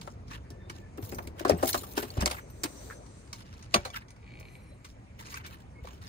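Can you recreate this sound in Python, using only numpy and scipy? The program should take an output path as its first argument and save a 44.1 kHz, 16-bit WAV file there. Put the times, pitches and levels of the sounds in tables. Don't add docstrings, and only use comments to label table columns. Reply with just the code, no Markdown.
import sys
import numpy as np
from scipy import signal
from scipy.io import wavfile
from scipy.ndimage import uniform_filter1d

SR = 44100
rng = np.random.default_rng(int(sys.argv[2]) if len(sys.argv) > 2 else 0)


def bounce(signal):
    frames = np.transpose(np.atleast_2d(signal))
    limited = np.clip(frames, -1, 1)
    pcm = np.round(limited * 32767).astype(np.int16)
    wavfile.write(sys.argv[1], SR, pcm)


def invert_db(x):
    u = np.asarray(x, float) / 20
    return 10 ** u


N = 268128

# t/s, level/dB
STREET = [(0, -50), (.95, -52), (1.15, -45.5), (1.4, -52.5), (1.6, -46.5), (1.8, -51), (2.45, -52.5),
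          (2.85, -54), (3.9, -52.5), (4.15, -56), (4.4, -51), (4.84, -56), (5.4, -52), (6.08, -52.5)]
# f/Hz, level per Hz/dB
RUMBLE = [(15, -27), (25, -15), (48, -3), (65, -1), (108, -3), (146, -10.5), (177, -10.5), (206, -11),
          (231, -19), (260, -20), (340, -18.5), (570, -120)]
MURMUR = [(120, -49.5), (200, -10.5), (609, -14.5), (853, -21), (1160, -26.5), (1500, -44), (1950, -42),
          (3300, -120)]
AIR = [(900, 9.5), (1300, 3.5), (2200, 5), (3000, -7), (4500, -8.5), (7000, -7.5), (9500, -11.5),
       (11000, -26)]
# f/Hz, likeness/1
LIKENESS = [(40, 0.72), (80, 1), (130, 0.9), (290, 1), (640, 0.98), (1400, -0.34), (8000, 0.71)]
# t/s, length/s, level/dB
BODY_HUMS = [
    (.5, 0.71, -62),
    (1.1, 0.032, -54),
    (1.5, 0.09, -49),
    (1.75, 0.56, -57),
    (2.65, 0.24, -56.5),
]
# t/s, length/s, f/Hz, level/dB, glide/(Hz/s)
SQUEALS = [(0.53, 0.35, 1765, -69, 0), (2.42, 0.56, 6100, -70, 100), (2.65, .3, 8900, -72, -300),
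           (2.7, .25, 9600, -74, 200), (4.42, 0.25, 4150, -79, -400), (4.47, 0.2, 6150, -80, -2500),
           (4.1, 0.58, 2000, -79.5, 0), (4.55, 0.24, 8750, -77, -700), (4.52, .12, 13200, -81, -3000),
           (4.73, .02, 4000, -73, 0), (4.79, .03, 7350, -78, -500), (5.76, .08, 2200, -72, 0),
           (4.62, .15, 9700, -80, 1500), (.62, .08, 3650, -78, 0)]
SLIPS = [4.229, 4.243, 4.265, 4.2767, 4.2905, 4.3068, 4.3193, 4.338, 4.3542, 4.372, 4.39, 4.41, 4.4288,
         4.4534, 4.4847, 4.553]
# t/s, level/dB
DRAG = [
    (4.18, -84),
    (4.3, -68),
    (4.55, -72),
    (4.82, -82),
    (5.05, -99.5),
]
# f/Hz, level/dB, t60/s
HINGE = [(641, -5, .06), (807, -5, .08), (1810, -9, .02), (2300, 4, .03), (2440, 3, .02), (2700, -6, .012),
         (3400, -7, .014), (3800, -6, .014), (4240, -6, .016), (6000, -19, .012), (7320, -20, .008)]
# t/s, level/dB
HAZE = [
    (4.25, -94),
    (4.45, -74.5),
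    (4.6, -76),
    (4.8, -82),
    (4.9, -88),
]
# low f/Hz, high f/Hz, level/dB
HAZE_TOP = (11000, 12100, 22)
# t/s, level/dB, top octave level/dB
SWING = [
    (2.36, -60.5, -76),
    (2.45, -71.5, -91),
    (2.55, -70, -80),
    (2.7, -59.5, -72),
    (2.92, -60, -69),
    (3.0, -68.5, -92),
    (3.15, -66, -92),
    (3.32, -73, -95),
]
# f/Hz, width/Hz, level/dB
STAY = [(1560, 1300, -9.5), (4600, 1900, -7), (5850, 700, -7), (7500, 600, -7), (8700, 650, -7)]
# t/s, length/s, low level/dB, middle level/dB, bright level/dB
SOLES = [(0.28, 0.075, -70, -57, -85), (0.305, 0.053, -48.5, -57, -75), (3.942, 0.027, -42.5, -54.5, -63),
         (3.99, 0.029, -57, -67, -89), (5.196, 0.043, -54, -60.5, -72), (5.258, 0.026, -51, -55, -70),
         (5.3, .03, -59, -57, -65), (5.325, 0.052, -48, -58.5, -65), (5.39, .02, -52, -75, -82),
         (5.445, 0.012, -46.5, -58, -82), (5.508, 0.045, -54, -65.5, -74), (5.555, 0.066, -72, -76, -90),
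         (5.84, 0.14, -64, -69, -81), (6.021, 0.093, -59, -63, -77)]
RUBS = [(.01, 0.11, -82, -64.5, -81.5), (.705, 0.082, -67, -64.5, -82), (1.04, 0.089, -68, -59.5, -64.5),
        (1.14, 0.11, -76, -66.5, -75), (1.385, 0.068, -53.5, -64, -73), (1.484, 0.036, -40.5, -53, -90),
        (1.575, 0.059, -55.5, -61.5, -68), (1.63, 0.048, -54, -46.5, -60), (1.677, 0.023, -46, -42, -39),
        (1.73, 0.059, -59, -50, -55.5), (1.81, 0.2, -62, -63.5, -62.5), (1.96, 0.069, -48.5, -56, -55.5),
        (2.06, 0.29, -62, -64, -68), (2.185, 0.045, -41, -55, -68), (2.27, 0.12, -51, -74, -69),
        (3.34, 0.068, -62, -59.5, -80), (3.45, 0.21, -64.5, -67.5, -91), (3.79, 0.046, -56.5, -62, -86),
        (3.727, 0.02, -57, -58.5, -79), (4.855, 0.047, -79, -65, -86)]
# t/s, f/Hz, level/dB, t60/s
KEYS = [(.985, 13650, -56, 0.21), (1.015, 13600, -50, 0.44), (1.146, 13600, -47, 0.26),
        (1.149, 6000, -57.5, 0.31), (1.575, 13600, -44, .12), (1.574, 8100, -45, 0.09),
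        (1.783, 7000, -41, 0.12), (1.786, 8050, -47, .1), (1.672, 9900, -40, .1), (1.92, 6100, -54, .15),
        (2.147, 7200, -50, .08), (2.222, 9700, -46, .1), (2.357, 9500, -50, .04), (2.498, 8500, -56, .04),
        (2.498, 9600, -57, .05), (1.81, 13680, -52, 1), (2.501, 13750, -47, 0.063),
        (2.019, 13800, -34, 0.052), (2.292, 9600, -44, 0.12), (1.74, 13600, -46, .2),
        (1.98, 13700, -42, .25)]
# t/s, peak level/dB, f/Hz, t60/s
THUMPS = [
    (1.029, -28, 99.5, 0.1),
    (1.512, -24, 84, 0.29),
    (1.535, -19, 173, 0.083),
    (2.209, -21.5, 65, 0.28),
    (2.225, -22.5, 194, 0.11),
    (2.638, -39, 138, 0.17),
    (3.758, -18.5, 207, 0.057),
    (3.78, -22, 84, 0.051),
    (4.419, -56, 185, 0.074),
    (5.825, -22.5, 60.6, 0.04),
]
# t/s, peak level/dB, f/Hz, t60/s
NOTCH = [
    (2.901, -17.5, 1580, 0.0053),
    (2.907, -40.5, 1800, 0.081),
    (2.908, -26, 1330, 0.012),
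    (2.924, -43, 1650, 0.06),
    (3.945, -36.5, 1356, 0.072),
    (3.962, -43, 1630, 0.089),
]
# t/s, peak level/dB, f/Hz, t60/s
PINGS = [(0.697, -36, 2236, 0.037), (1.494, -22, 4900, .025), (1.7429, -30, 1105, 0.056),
         (1.744, -31, 1470, 0.04), (1.781, -33, 4200, .05), (2.222, -36, 8400, .03),
         (2.2585, -26, 5560, .03), (3.739, -23.5, 4700, 0.044), (3.743, -24, 4075, 0.055),
         (3.7415, -25, 6940, .03), (3.853, -29, 4060, 0.034), (3.859, -42, 722, .07),
         (3.902, -40, 3480, .03), (1.729, -18, 4200, 0.019), (2.103, -26.5, 4450, 0.016),
         (3.746, -24, 4500, .05), (3.744, -22, 6000, .07), (3.744, -32, 2370, .045),
         (3.743, -28, 1970, 0.034), (3.745, -37, 2869, .06), (3.75, -32, 572, 0.19)]
# f/Hz, level/dB, t60/s, build-up of the bending wave/s
SKIN = [(241.7, -10, 0.11, 0.008), (283.6, 2.5, 0.047, 0.0075), (347.8, -10, 0.14, 0.0004),
        (403.5, -9, 0.12, 0.0046), (499, -23, 0.043, 0.013), (513, -2, 0.067, 0.00099),
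        (583.7, -4, 0.14, 0.00035), (661.4, -2.5, 0.097, 0.00067), (716, -3, 0.11, 0.0017),
        (792, -6.5, 0.12, 0.00045), (942, -14.5, 0.06, 0.0014)]
# t/s, upper modes level/dB, lower modes level/dB, damping factor/1
KNOCKS = [(0.075, -34, -43, 2.8), (0.504, -60, -45.5, 1), (0.7, -69, -43, 1.4), (0.978, -43, -38.5, 0.85),
          (1.024, -50, -46.5, 1.4), (1.123, -37.5, -35.5, 0.9), (1.185, -36.5, -45.5, 0.8),
          (1.273, -44, -38, 2.1), (1.407, -34, -31.5, 1.74), (1.452, -19, -21.5, 2.2),
          (1.463, -29.5, -32.5, 0.49), (1.4951, -18.5, -20, 1.8), (1.628, -21.5, -24.5, 0.68),
          (1.743, -20.5, -29, 1.36), (1.837, -35, -40, 5), (1.975, -29.5, -27.5, 1.2),
          (2.026, -37.5, -33.5, 1.1), (2.168, -35.5, -36.5, 0.47), (2.224, -33, -36, 0.56),
          (2.263, -26, -35, 1.23), (2.31, -36.5, -48, 0.67), (2.637, -34.5, -30.5, 1.3),
          (3.742, -20.5, -29.5, 0.88), (3.853, -43.5, -55, 0.48), (3.858, -32.5, -57, 1.1),
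          (5.847, -37.5, -39, 4), (1.507, -16, -20.5, 2), (1.524, -29.5, -29, 0.87)]
# crest t/s, level/dB, f/Hz, spread/s, left minus right/dB
WAVES = [
    (1.4998, -9, 606, 0.0023, 10),
    (1.5115, -16.5, 420, 0.0019, 5),
    (1.634, -19.5, 562, 0.0037, 6.5),
    (2.1838, -16.5, 80, 0.0035, -0.5),
    (2.652, -29, 301, 0.0085, 2),
    (5.851, -43.5, 513, 0.0043, 2),
    (3.748, -25.5, 660, 0.0045, -1),
]
# t/s, crack level/dB, dull level/dB, clank level/dB, rattle t60/s
LOCK_HITS = [(0.9727, -36.5, -55, -51, 0.017), (0.9765, -46.5, -45, -31, 0.025),
             (1.022, -48.5, -58, -42, 0.052), (1.12, -61, -41.5, -18.5, 0.016),
             (1.143, -34, -60, -82, 0.034), (1.182, -42, -36.5, -27, 0.031), (1.27, -38.5, -53, -31, 0.031),
             (1.392, -33.5, -48, -23, 0.038), (1.4477, -23.5, -21, -15.5, 0.013),
             (1.492, -13.5, -23, -27, 0.028), (1.6242, -36.5, -37, -29, 0.1),
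             (1.6541, -27, -45, -45, 0.024), (1.6687, -25.5, -54, -32.5, 0.071),
             (1.7276, -15, -50, -26, 0.017), (1.7397, -28, -32, -25, 0.077), (1.7763, -26, -46, -39, 0.021),
             (1.8313, -42, -49, -43, 0.065)]
LATCH_HITS = [(1.967, -28, -39, -31, 0.049), (1.973, -23, -34.5, -20, 0.053),
              (2.024, -39, -50, -33.5, 0.13), (2.1008, -34, -77, -39, 0.012), (2.167, -40, -46, -40, 0.044),
              (2.204, -25, -42, -47, 0.048), (2.218, -25, -32, -26, 0.027), (2.2561, -7.5, -29, -18, 0.027),
              (2.272, -23, -36.5, -22, 0.029), (2.297, -34, -43, -32, 0.036),
              (2.3088, -19, -37, -18.5, 0.028), (2.6321, -19.5, -39.5, -27.5, 0.067),
              (2.905, -68, -38, -18.5, 0.0049), (3.7391, -6.5, -28.5, -4, 0.029),
              (3.8482, -19.5, -29, -19, 0.0095), (4.395, -48.5, -69, -69, 0.059),
              (5.46, -42.5, -62, -39, 0.079), (2.6532, -32, -42.5, -22, 0.031),
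              (3.757, -19, -28.5, -13, 0.02)]
SOFT_HITS = [
    (0.011, -28.5, -48, -31.5, 0.017),
    (0.0718, -44, -38, -32.5, 0.024),
    (0.501, -35, -56, -48, 0.024),
    (0.695, -31.5, -44.5, -30, 0.037),
    (1.4772, -30, -53, -40, 0.045),
    (3.327, -18, -39.5, -37, 0.015),
    (4.843, -44.5, -59.5, -40.5, 0.085),
    (5.8689, -40, -38.5, -37.5, 0.016),
]
# t/s, crack level/dB
TICKS = [(1.4107, -32), (1.588, -41), (1.6115, -47), (1.854, -52), (1.911, -37), (1.9505, -42),
         (2.149, -49), (2.177, -38), (.279, -39), (.309, -47), (.33, -34), (3.53, -46), (3.59, -38),
         (5.191, -46), (5.452, -42), (5.506, -57), (2.3605, -38), (2.384, -58), (2.497, -42), (3.061, -40),
         (3.272, -44), (3.462, -45), (3.537, -39), (3.577, -39.5), (3.6232, -34.5), (3.9, -33),
         (4.081, -39.5), (4.1024, -35), (4.16, -49), (5.199, -53), (5.2215, -44), (5.244, -44),
         (5.259, -36), (5.277, -41), (5.301, -36), (5.321, -35.5), (5.339, -24), (5.364, -43),
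         (5.379, -33.5), (5.8504, -40.5), (5.951, -55), (6.025, -54)]
# f/Hz, level/dB, t60/s
PLATE = [(1140, 1, 0.057), (1463, -3.5, 0.071), (2030, -2.5, 0.056), (2290, 0, 0.085), (2956, -19, 0.057),
         (4075, -19, 0.085), (4324, -8, 0.039), (5405, -31, 0.35), (6510, -4.5, 0.062),
         (8450, -15.5, 0.075), (8800, -20.5, 0.064), (9200, -10.5, 0.044)]
# f/Hz, level/dB, t60/s
BARREL = [(2204, 2, 0.021), (2440, -14, 0.068), (2850, -18, 0.04), (4550, -13, 2.4), (5270, -9.5, 0.015),
          (5620, -14.5, 0.094), (5720, -20, 0.05), (6830, -14, 0.21), (7300, -27, 0.11), (8400, -21, 0.15)]

LEFT_LEAD_S = .00032


def rms_one(x):
    return x / np.sqrt(np.mean(x ** 2) + 1e-20)


def in_time(rows, silent=None):
    s, *columns = np.transpose(rows)
    t = np.arange(N) / SR
    return np.array([np.interp(t, s, column, silent, silent) for column in columns])


def at_hz(points, hz):
    points = np.array(points)
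    return np.interp(np.log(hz), np.log(points[:, 0]), points[:, 1])


def since(s):
    t = np.arange(N) / SR
    which = np.clip(np.searchsorted(s, t) - 1, 0, None)
    return which, np.clip(t - s[which], 0, None)


def band(x, low_hz, high_hz):
    sos = signal.butter(2, [low_hz, high_hz], "band", fs=SR, output="sos")
    return signal.sosfilt(sos, x + 1e-18)


def drift(rate_hz):
    r = np.exp(-80 * np.pi * rate_hz / SR)
    white = rng.standard_normal(N // 40 + 2002)
    slow = signal.lfilter([1], [1, -2 * r, r * r], white)[2000:]
    return np.interp(np.arange(N) / 40, np.arange(len(slow)), rms_one(slow))


def strokes(rows, rise_db_per_s, fall_db_per_s):
    t, out = np.arange(N) / SR, -120.0
    for s, length, *levels_db in rows:
        rise = rise_db_per_s * (t - s)
        fall = fall_db_per_s * (s + length - t)
        shape_db = np.minimum(0, np.minimum(rise, fall))
        out = np.maximum(out, shape_db + np.array(levels_db)[:, None])
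    return out


def ring(force, hz, t60, lead_rad):
    r = invert_db(-60 / (t60 * SR))
    pole = r * np.exp(2j * np.pi * hz / SR)
    z = signal.lfilter([np.sqrt(2 - 2 * r * r)], [1, -pole], force + 1e-18)
    z = band(z, hz / 1.5, hz * 1.5)
    return np.array([(z * np.exp(1j * lead_rad)).real, z.real])


def dying_tones(rows, rise_s, lead_s):
    out, age = np.zeros((2, N + SR)), np.arange(SR) / SR
    for s, db, hz, t60 in rows:
        at = round(s * SR)
        shape = invert_db(db - 60 * age / t60) * (1 - np.exp(-age / rise_s))
        out[:, at:at + SR] += shape * np.sin(2 * np.pi * hz * (age + [[lead_s], [0]]))
    return out[:, :N]


def grains(per_s, spread_db):
    sizes = invert_db(spread_db * np.minimum(rng.exponential(1, N), 4)) * rng.choice([-1, 1], N)
    return rms_one(sizes * (rng.random(N) < per_s / SR))


def shards(force, levels_db, colour_db, alike):
    out, edges = np.zeros((2, N)), np.geomspace(850, 16500, 19)
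    unlike = np.sqrt(1 - alike ** 2) * abs(force) * rng.choice([-1, 1], N)
    pair = np.array([force, alike * force + unlike])
    flips = rng.choice([-1, 1], (2, N))
    for k, (low, high) in enumerate(zip(edges, edges[1:])):
        place = np.interp(np.log(low * high) / 2, np.log([1200, 2200, 5200, 14000]), [0, 1, 2, 2.999])
        below, share = int(place), place % 1
        db = levels_db[below] * (1 - share) + levels_db[below + 1] * share
        excited = pair * flips[k % 2] * invert_db(db + colour_db[k])
        left, right = band(excited, low, high) * np.sqrt(SR / 8 / (high - low))
        lag = rng.integers(4, 22) if low > 1400 else 19
        if low < 10000:
            right = np.roll(right, lag)
        else:
            right = 0.23 * left + 0.5 * right
        out += [left, right]
    return out


def banded_noise(spectrum, patchy_db):
    top, bottom = spectrum[-1][0], spectrum[0][0]
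    edges = np.geomspace(20, 16000, 30)
    out, white = 0, rng.standard_normal((3, 2, N + 8000))
    for k, (low, high) in enumerate(zip(edges, edges[1:])):
        hz = np.sqrt(low * high)
        if .8 * bottom < hz < 1.2 * top:
            sos = signal.butter(2, [low, high], "band", fs=SR, output="sos")
            mid, side = signal.sosfilt(sos, white[k % 3])[:, 8000:]
            alike = np.clip(at_hz(LIKENESS, hz), -1, 1)
            gain = invert_db(at_hz(spectrum, hz) + patchy_db * drift(12.1))
            out = out + gain * (np.sqrt(1 + alike) * mid + np.sqrt(1 - alike) * side * [[1], [-1]])
    return rms_one(out)


def street():
    rumble_db, = in_time(STREET)
    swell_db = rumble_db - rumble_db.mean()
    hum_db = strokes(BODY_HUMS, rise_db_per_s=70, fall_db_per_s=22)[0]
    murmur_db = np.maximum(-63 + swell_db, hum_db + [[2.5], [-2.5]])
    rumble = invert_db(rumble_db + 5.0) * banded_noise(RUMBLE, patchy_db=0.5)
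    murmur = invert_db(murmur_db + 6.0) * banded_noise(MURMUR, patchy_db=2.5)
    air = invert_db(-63.5 + 0.34 * swell_db) * banded_noise(AIR, patchy_db=2.2)
    left, right = rumble + murmur + air
    return np.array([left, np.roll(right, 20)])


def squeals():
    out, t = 0, np.arange(N) / SR
    for s, length, hz, db, glide in SQUEALS:
        level_db, = strokes([(s, length, db)], rise_db_per_s=350, fall_db_per_s=350)
        pitch = hz * (1 + .008 * drift(12)) + glide * np.clip(t - s, -.1, length + .1)
        turn = 2 * np.pi * np.cumsum(pitch) / SR + [[rng.uniform(-1, 1)], [0]]
        width_hz = .014 * hz
        narrow = drift(width_hz) * np.cos(turn) + drift(width_hz) * np.sin(turn)
        out = out + invert_db(level_db + 5 * drift(11.7)) * narrow
    return out


def hinge():
    s = np.array(SLIPS)
    db = -51.5 - 9.5 * np.exp((s[0] - s) / 0.099)
    which, age = since(s)
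    bursts = (age > 0) * invert_db(db[which] - 19.0 - 60 * age / 0.0085)
    drag = invert_db(in_time(DRAG, silent=-200)[0])
    force = (bursts + drag) * rng.standard_normal(N)
    force[(s * SR).astype(int) + 1] += invert_db(db + 17.0)
    return sum(invert_db(g) * ring(force, hz, t60, rng.uniform(-2.8, 1)) for hz, g, t60 in HINGE)


def swing():
    white = rng.standard_normal((2, N))
    hiss = 0
    for hz, width, db in STAY:
        hiss = hiss + invert_db(db + 1.6 * drift(17.0)) * rms_one(band(white, hz - width / 2, hz + width / 2))
    level_db, top_db = in_time(SWING, silent=-100)
    top = rms_one(band(white[0], 12600, 15400))
    low_hz, high_hz, haze_top_db = HAZE_TOP
    haze_top = white[1]
    for _ in range(3):
        haze_top = band(haze_top, low_hz, high_hz)
    haze = rms_one(band(white, 7000, 10400)) + invert_db(haze_top_db) * rms_one(haze_top)
    haze = haze * invert_db(in_time(HAZE, silent=-120)[0] + 3.7 * drift(11.0))
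    return invert_db(level_db + 6.0) * rms_one(hiss) + invert_db(top_db + 4.5 + 2.2 * drift(14.0)) * top + haze


def scuffs():
    rubs = strokes(RUBS, rise_db_per_s=608.5, fall_db_per_s=496)
    soles = strokes(SOLES, rise_db_per_s=1200, fall_db_per_s=791)
    low, middle, bright = np.maximum(rubs, soles)
    levels = np.array([low - 3, low - 1.5, middle + 0.22, bright + 11.0])
    levels = 20 * np.log10(uniform_filter1d(invert_db(levels), size=300, axis=1) + 1e-9)
    grit = grains(4000, 3.0) * invert_db(3.2 * drift(60))
    colour_db = 3.5 * np.array([drift(30) for k in range(18)])
    return shards(grit, levels, colour_db, alike=.75)


def keys():
    return dying_tones([(s, db, hz, t60) for s, hz, db, t60 in KEYS], 0.0013, .00002)


def thumps():
    high = [row for row in THUMPS if row[2] > 120]
    low = [row for row in THUMPS if row[2] <= 120]
    return dying_tones(high, 0.0013, 0.00045) + dying_tones(low, 0.0016, 0.00064)


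def notch_and_pings():
    return dying_tones([*NOTCH, *PINGS], .0012, .00008)


def bending_waves():
    t = np.arange(N) / SR + [[LEFT_LEAD_S], [0]]
    out = 0
    for s, db, hz, spread, pan_db in WAVES:
        gain = invert_db(db + np.array([[pan_db / 2], [-pan_db / 2]]))
        out = out + gain * np.exp(-((t - s) / spread) ** 2 / 2) * np.cos(2 * np.pi * hz * (t - s))
    return out


def door_skin():
    out, age = np.zeros((2, N)), np.arange(SR // 4) / SR
    luck = rng.standard_normal((len(KNOCKS), len(SKIN), 3))
    for (s, upper_db, lower_db, damping), draws in zip(KNOCKS, luck):
        at = round(s * SR)
        for (hz, db, t60, late), (strong, tune, phase) in zip(SKIN, draws):
            level_db = (upper_db - 2.5 if hz > 490 else lower_db + 10) + db + 3 * strong
            shape = invert_db(level_db - 60 * age * damping / t60) * (1 - np.exp(-age / late)) ** 2
            turn = 2 * np.pi * hz * (1 + 0.028 * tune) * (age + [[LEFT_LEAD_S], [0]])
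            out[:, at:at + len(age)] += (shape * np.sin(turn + 3 * phase))[:, :N - at]
    return out * invert_db([[3.0], [-3.0]])


def small_metal(force, modes, luck):
    out = 0
    for (hz, db, t60), draw in zip(modes, luck):
        struck = force * invert_db(3.3 * draw)
        out = out + invert_db(db) * ring(struck, hz, min(t60, .045), rng.uniform(-1.8, 3.6))
    return out


def contacts():
    # sparkle, the level of the top octave/dB
    rows = [(*row, -30) for row in LOCK_HITS] + [(*row, -33) for row in LATCH_HITS]
    rows += [(*row, -41) for row in SOFT_HITS]
    rows += [(s, crack, -58.5, -48.5, .016, -50) for s, crack in TICKS]
    s, crack_db, dull_db, clank_db, t60, sparkle_db = np.transpose(sorted(rows))
    sparkle_db = sparkle_db + 0.7 * crack_db
    which, age = since(s)
    rise = (1 - np.exp(-age / 0.0013)) ** 3
    fading = invert_db(-60 * age / np.clip(t60, .005, .3)[which])
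    echoes = invert_db(-17 - 60 * age / .13)
    rattle = grains(10000, 3.0) * rise * (fading + echoes)
    levels = np.array([dull_db + 10.0, clank_db - 10.0, crack_db - 5, sparkle_db + 16.0])[:, which]
    luck = rng.standard_normal((len(s), 30))[which].T
    struck = rattle * invert_db(crack_db[which])
    late = s[which] > 3.6
    plate = invert_db(-10) * small_metal(struck * late, PLATE, luck)
    barrel = invert_db(-18.5) * small_metal(struck * ~late, BARREL, luck[12:])
    return plate + barrel + shards(rattle, levels, 2.2 * luck, alike=0.47)


def scene():
    background = street() + squeals() + hinge() + swing() + scuffs()
    door = thumps() + notch_and_pings() + bending_waves() + door_skin()
    return background + keys() + door + contacts()


def band_limit(x):
    return signal.sosfilt(signal.butter(12, 16980, fs=SR, output="sos"), x)


def record(dry):
    x = signal.sosfilt(signal.butter(3, 40, "high", fs=SR, output="sos"), dry)
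    stop = signal.butter(4, [10450, 12800], "bandstop", fs=SR, output="sos")
    floor = invert_db(-29)
    x = signal.sosfilt(stop, x) * (1 - floor) + floor * x
    x = signal.sosfilt(signal.cheby1(10, 1, 15600, fs=SR, output="sos"), x)
    mix = .8 * np.tanh(x / .8)
    return band_limit(mix)


dry = scene()
out = record(dry)
bounce(out)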